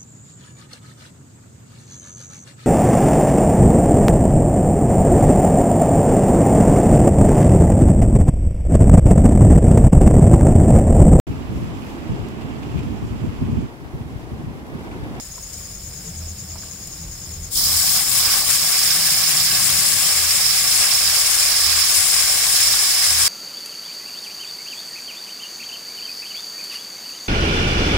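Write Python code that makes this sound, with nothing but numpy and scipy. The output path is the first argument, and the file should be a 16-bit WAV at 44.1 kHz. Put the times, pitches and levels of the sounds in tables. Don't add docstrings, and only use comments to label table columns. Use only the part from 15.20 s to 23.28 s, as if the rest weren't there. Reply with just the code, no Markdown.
import sys
import numpy as np
from scipy import signal
from scipy.fft import rfft, irfft
from scipy.io import wavfile
from scipy.ndimage import uniform_filter1d

SR = 44100
rng = np.random.default_rng(int(sys.argv[2]) if len(sys.argv) > 2 else 0)


def unload_audio(sound):
    columns = np.transpose(np.atleast_2d(sound))
    steps = np.round(np.clip(columns, -1, 1) * 32767)
    wavfile.write(sys.argv[1], SR, steps.astype(np.int16))


N = 356328
TIME, HZ = np.arange(N) / SR, np.fft.rfftfreq(N, 1 / SR)
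CONTACT_S = 2.306

# middle in seconds, length in seconds, boost in dB.
GUSHES = [(2.52, .12, 3.5), (2.79, 0.12, 4), (3.11, .28, 4.5), (3.27, 0.15, 4), (5.62, 0.33, 1.5)]
# middle in seconds, length in seconds, boost in dB.
FLARE_UPS = [(1.4, .32, 3.6), (1.75, 0.39, 3.2), (5.63, 0.19, 1.3), (5.96, .16, 1.0), (7.4, .22, 1)]


def sizzle():
    # frequency in Hz, level in dB.
    medium_tone = [(700, -40), (1200, -6), (1550, -2), (2100, -.5), (2700, 3), (3400, 1), (4500, -14),
                   (7000, -42)]
    small_tone = [(1200, -34), (2400, -40), (3100, -4.5), (4000, -0.5), (7000, 0), (10400, 1),
                  (11400, -4.5), (12500, -14), (15000, -38)]
    finest_tone = [(8000, -44), (10200, -43), (11400, -4), (12500, 2.5), (16000, 6.5)]
    # first level in dB, final level in dB, settling time in seconds.
    bubbles_grow = (-26, -11.5, 0.3)
    fizz_fades = (-4.6, -13, 4.1)
    # time in seconds, lean to the left in dB.
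    hot_spot = [(2.33, 4), (2.38, 0.5), (2.86, 3), (3.03, -1.5), (3.33, 2.5), (4.01, -0.5), (4.34, 2.7),
                (4.87, 2.5), (5.59, 0), (6.2, 1.5), (6.54, -1.5), (6.68, 2), (8.08, 0.5)]
    medium_pops = pops(per_s=16000, spread_db=2, patchy_db=0, ringing_db=2, across_s=0.00015)
    medium = unit_level(filtered(medium_pops, spectrum_db(medium_tone) + bowl_db()))
    tiny_pops = pops(per_s=36000, spread_db=1.6, patchy_db=0.13, ringing_db=1.5)
    small = unit_level(filtered(tiny_pops, spectrum_db(small_tone)))
    finest = unit_level(filtered(tiny_pops, spectrum_db(finest_tone)))
    pan_db = follow(hot_spot)[0] + 1.27 * drift(hz=7.3)
    seethe = gain_of(-2.5) * small * panned(pan_db)
    fizz = gain_of(settling_db(*fizz_fades) + 7) * finest * panned(pan_db / 2)
    flicker = gain_of(0.72 * np.array([0.83 * drift(hz=50), 1.2 * drift(hz=80)]))
    rattle_db = settling_db(*bubbles_grow) + 1.1 + 0.55 * boosts_db(GUSHES) + 0.5 * drift(hz=7.4)
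    surge = gain_of(0.5 * drift(hz=35))
    return boil_strength() * surge * (gain_of(rattle_db) * medium + flicker * (seethe + fizz))


def gurgle():
    # frequency in Hz, level in dB.
    tone = [(100, -3), (350, -9.5), (480, -2.5), (700, -2), (930, 0.5), (1100, 2), (1350, -0.5),
            (1800, -13.5), (3000, -32)]
    # first level in dB, final level in dB, settling time in seconds.
    growth = (-27, -18.5, 0.13)
    large_pops = pops(per_s=7000, spread_db=2.5, patchy_db=-0.7, ringing_db=0.7, across_s=0.00011)
    large = unit_level(filtered(large_pops, spectrum_db(tone) + bowl_db()))
    churn_db = 1.25 * drift(hz=39.3)
    return boil_strength() * gain_of(settling_db(*growth) + boosts_db(GUSHES) - 0.13 + churn_db) * large


def boil_strength():
    # time in seconds, level in dB.
    levels = [(2.3, -30), (2.325, -29), (2.35, -27.5), (2.37, -20.7), (2.52, -20.5), (2.7, -19.5),
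              (2.8, -20), (2.85, -23.5), (2.9, -22), (2.97, -18), (3.04, -19.5), (3.18, -18.5), (3.24, -24),
              (3.31, -18.5), (3.39, -21), (3.48, -19.3), (5.65, -19), (8.08, -18.4)]
    wet = np.clip((TIME - CONTACT_S) / 0.018, 0, 1)
    return wet * gain_of(follow(levels)[0] + boosts_db(FLARE_UPS))


def pops(per_s, spread_db, patchy_db, ringing_db, across_s=0.00016):
    chance = rng.random(N)
    sign = rng.choice([-1., 1.], N)
    size = rng.standard_normal(N)
    place = rng.triangular(-1.5, 0, 1.5, N)
    left_at = np.flatnonzero(chance < per_s / SR)
    height = (sign * gain_of(spread_db * np.minimum(size, 3)))[left_at]
    delay = np.round(place[left_at] * across_s * SR).astype(int)
    right_at = np.clip(left_at + delay, 0, N - 1)
    clicks = np.array([np.bincount(left_at, height, N), np.bincount(right_at, height, N)])
    clumps = clumped(clicks, patchy_db, frame_samples=128)
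    return clumped(clumps, ringing_db, frame_samples=512)


def clumped(sound, depth_db, frame_samples):
    frames = signal.stft(sound, nperseg=frame_samples)[2]
    patches = uniform_filter1d(rng.standard_normal(frames.shape), size=5, axis=1)
    patches = unit_level(uniform_filter1d(patches, size=3, axis=2))
    return unit_level(signal.istft(frames * gain_of(depth_db * patches))[1][:, :N])


def bowl_db():
    # frequency in Hz, width in Hz, boost in dB (negative for a dip).
    bands = [(574, 32, 3.5), (761, 126, 8), (938, 86, -7), (1116, 214, 7), (1644, 175, 5.5), (2154, 360, 5)]
    return sum(db / (1 + (2 * (HZ - hz) / width) ** 2) for hz, width, db in bands)


def frying(left_db=-40, right_db=-41.5):
    # frequency in Hz, level in dB.
    tone = [(200, -28), (600, -3.5), (1200, -2), (2200, -1.5), (3500, 0.5), (4500, 0), (5250, 4.5),
            (6000, 1), (7500, 4), (9500, 1.5), (11500, 0.5), (14500, 3.5), (16000, 3)]
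    paste_pops = pops(per_s=8000, spread_db=0.5, patchy_db=1.2, ringing_db=2)
    crackle = unit_level(filtered(paste_pops, spectrum_db(tone) + bowl_db() / 2))
    sides_db = np.array([np.full(N, left_db), right_db + boosts_db(FLARE_UPS)])
    return gain_of(sides_db + 0.65 * drift(hz=5.6)) * crackle


def spits(decay_s=0.0013):
    # start in seconds, relative level in dB, lean to the left in dB, low cutoff in Hz.
    drops = [(.032, -27, -2, 6000), (.181, -29, 7, 5000), (.334, -14, 6, 6500), (.339, -20, 4, 6500),
             (.504, -30, 9, 6000), (1.201, -25, 3, 7000), (1.673, -18, 12, 8460), (2.003, -24, 2, 6000),
             (2.365, -17, -12, 3500), (2.376, -9, -13, 3500), (2.383, -18, -10, 3500),
             (2.4365, -24, -12, 3500), (2.4385, -23, -12, 3500), (2.451, -15, 0, 4000),
             (2.487, -3, 1, 4000)]
    out, t = np.zeros((2, N)), np.arange(SR // 50) / SR
    for start, db, pan_db, hz in drops:
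        burst = rng.standard_normal((2, len(t))) * np.exp(-t / decay_s)
        puff = signal.lfilter(*signal.butter(2, hz, "high", fs=SR), burst)
        add(out, start, gain_of(db - 4) * panned(pan_db) * puff / 2)
    return out


def plops(rise_s=0.00055, band_ratio=1.4):
    # start in seconds, level in dB, pitch in Hz, seconds to fade by 60 dB.
    bubbles = [(.177, -34, 860, .05), (1.354, -36, 880, .05), (1.432, -42, 1350, .04)]
    out, t = np.zeros(N), np.arange(SR // 10) / SR
    for start, db, hz, fade_s in bubbles:
        band = signal.butter(2, [hz / band_ratio, hz * band_ratio], "band", fs=SR, output="sos")
        puff = unit_level(signal.sosfilt(band, rng.standard_normal(len(t))))
        add(out, start, gain_of(db - 60 * t / fade_s) * (1 - np.exp(-t / rise_s)) * puff)
    return out


def flame(unsteady_db=1.5, kitchen_db=-49):
    # time in seconds, flutter level in dB, roar level in dB.
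    levels = [(0, -44, -45.5), (1.0, -45, -44), (1.75, -44, -41), (2.2, -39, -43), (2.9, -52, -41.5),
              (3.18, -45, -40), (3.43, -56, -46), (3.95, -56, -42.5), (4.5, -52, -41.5), (5.15, -49, -47),
              (5.7, -54, -46), (6.2, -47.5, -53), (7.3, -51, -49), (8.08, -52, -50)]
    # frequency in Hz, level in dB.
    flutter_tone = [(8, -19), (25, -11), (42, 1.5), (60, -1), (80, -9), (130, -15), (400, -70)]
    roar_tone = [(45, -19), (75, -0.5), (100, 2), (130, -1), (165, -2), (200, -4.5), (245, -15),
                 (330, -11.5), (420, -24.5), (900, -39)]
    kitchen_tone = [(40, -25), (200, 0), (350, -1.5), (450, 2.5), (620, 0), (900, -5), (2000, -14),
                    (6000, -16.5)]
    flutter_db, roar_db = follow(levels)
    flutter = gain_of(flutter_db + unsteady_db * drift(hz=2.4)) * air(flutter_tone, apart=0.12)
    roar = gain_of(roar_db + unsteady_db * drift(hz=4.3)) * air(roar_tone, apart=0.053)
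    return flutter + roar + gain_of(kitchen_db) * air(kitchen_tone, apart=0.58)


def air(tone, apart):
    common, side = rng.standard_normal((2, N))
    return unit_level(filtered(common + apart * np.array([side, -side]), spectrum_db(tone)))


def cricket(first_s, per_s, quickening, hz, level_db, pan_db, sharpness, width_hz=760):
    t = TIME - first_s
    strokes = per_s * t + quickening * t ** 2 / 2
    chirps = np.exp(sharpness * (np.cos(2 * np.pi * strokes) - 1))
    band = 1 / (1 + (2 * (HZ - hz) / width_hz) ** 4)
    rasp = unit_level(irfft(rfft(rng.standard_normal((2, N))) * band, N))
    return gain_of(level_db) * panned(pan_db) * chirps * rasp


def hum(pitch_hz=81.3, waver_hz=1.19):
    # middle in seconds, length in seconds, relative level in dB.
    swells = [(.37, 0.26, -45), (0.677, .18, -41), (1.055, 0.4, -32), (1.328, .16, -36), (1.847, 0.14, -39),
              (2.182, 0.44, -37), (2.535, 0.24, -33), (3.1, 0.26, -42), (4.57, .18, -46), (5.04, 0.39, -39),
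              (5.897, .24, -44), (6.533, 0.45, -40), (6.795, 0.11, -40), (7.547, 0.41, -49),
              (7.97, 0.27, -36.5)]
    cycles = np.cumsum(pitch_hz + waver_hz * drift(hz=7.5)) / SR
    resting = gain_of(-54 + 3 * drift(hz=4))
    swelling = sum(gain_of(db) * swell(middle, length) for middle, length, db in swells)
    return gain_of(-2) * (resting + swelling) * unit_level(np.sin(2 * np.pi * cycles))


def bumps(rise_s=0.012):
    # start in seconds, level in dB, pitch in Hz, seconds to fade by 60 dB.
    knocks = [(0.867, -29, 165, 0.23), (1.782, -29.5, 165, 0.35)]
    out, t = np.zeros(N), np.arange(SR // 2) / SR
    for start, db, hz, fade_s in knocks:
        strength = gain_of(db - 60 * t / fade_s) * (1 - np.exp(-t / rise_s))
        add(out, start, strength * np.sin(2 * np.pi * hz * t))
    return out


def far_tones(waver=0.075, octave_db=-10, flicker_db=3):
    # time in seconds, pitch in Hz, level in dB.
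    drone = [(3.3, 170, -54), (3.65, 167, -45.5), (4.3, 159, -40), (4.9, 172, -46.5), (5.1, 172, -63)]
    # start in seconds, length in seconds, pitch in Hz, level in dB.
    tones = [(.82, 0.099, 445, -46), (.97, 0.14, 640, -52), (1.242, 0.28, 657, -53)]
    drone_hz, drone_db = follow(drone)
    angle = 2 * np.pi * np.cumsum(drone_hz * (1 + waver * drift(hz=25.5))) / SR
    wave = np.sin(angle) + gain_of(octave_db) * np.sin(2 * angle)
    out = gain_of(drone_db + flicker_db * drift(hz=13)) * wave
    for start, length, hz, db in tones:
        t = np.arange(int(length * SR)) / SR
        add(out, start, gain_of(db) * np.hanning(len(t)) * np.sin(2 * np.pi * hz * t))
    return out


def swell(middle_s, length_s):
    return np.cos(np.pi * np.clip((TIME - middle_s) / length_s, -.5, .5)) ** 2


def boosts_db(rows):
    return sum(db * swell(middle, length) for middle, length, db in rows)


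def settling_db(first_db, last_db, settle_s):
    return last_db + (first_db - last_db) * np.exp(-np.maximum(TIME - CONTACT_S, 0) / settle_s)


def drift(hz):
    return unit_level(irfft(rfft(rng.standard_normal(N)) * np.exp(-(HZ / hz) ** 2), N))


def follow(rows):
    times, *columns = np.transpose(rows)
    return [np.interp(TIME, times, column) for column in columns]


def spectrum_db(points):
    hz, db = np.transpose(points)
    return np.interp(np.log(HZ + 1), np.log(hz + 1), db)


def filtered(sound, db):
    return irfft(rfft(sound) * gain_of(db), N)


def gain_of(db):
    return 10 ** (np.asarray(db) / 20)


def unit_level(x):
    return x / np.sqrt(np.mean(x ** 2) + 1e-20)


def panned(db):
    return gain_of(np.array([db, -db]).reshape(2, -1) / 2)


def add(mix, start_s, sound):
    part = mix[..., max(round(start_s * SR), 0):][..., :sound.shape[-1]]
    part += sound[..., :part.shape[-1]]


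def scene():
    crickets = cricket(0.022, per_s=9.21, quickening=0.196, hz=6650, level_db=-40, pan_db=1.5, sharpness=1)
    crickets += cricket(0.048, per_s=8.5, quickening=0.14, hz=6970, level_db=-44, pan_db=1, sharpness=0.34)
    wok = frying() + sizzle() + gurgle() + spits() + plops()
    return wok + flame() + hum() + bumps() + far_tones() + crickets


def record(dry):
    # frequency in Hz, boost or cut in dB.
    left_opening = [(250, 0.5), (1200, -1.5), (2250, 2), (2900, -1), (4500, -2), (5350, -8), (6200, 2),
                    (7200, 9.5), (8500, 6), (9400, 8), (10300, 5.5), (11400, 0.5), (14500, 3), (15700, -1)]
    right_opening = [(1500, 0.5), (3000, 1.7), (4300, 5.5), (4750, 10.5), (5050, 13.5), (5320, 15.5),
                     (5550, 11.5), (5850, 5.5), (7000, -4.5), (8200, -17), (9000, -22), (10200, -11.5),
                     (12500, -3), (15700, -1.5)]
    heard = filtered(dry, np.array([spectrum_db(left_opening), spectrum_db(right_opening)]))
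    treble_cut = signal.firwin(1023, cutoff=15800, window=("kaiser", 9), fs=SR)
    return signal.oaconvolve(heard, treble_cut[None], "same")


dry = scene()
out = record(dry)
unload_audio(out)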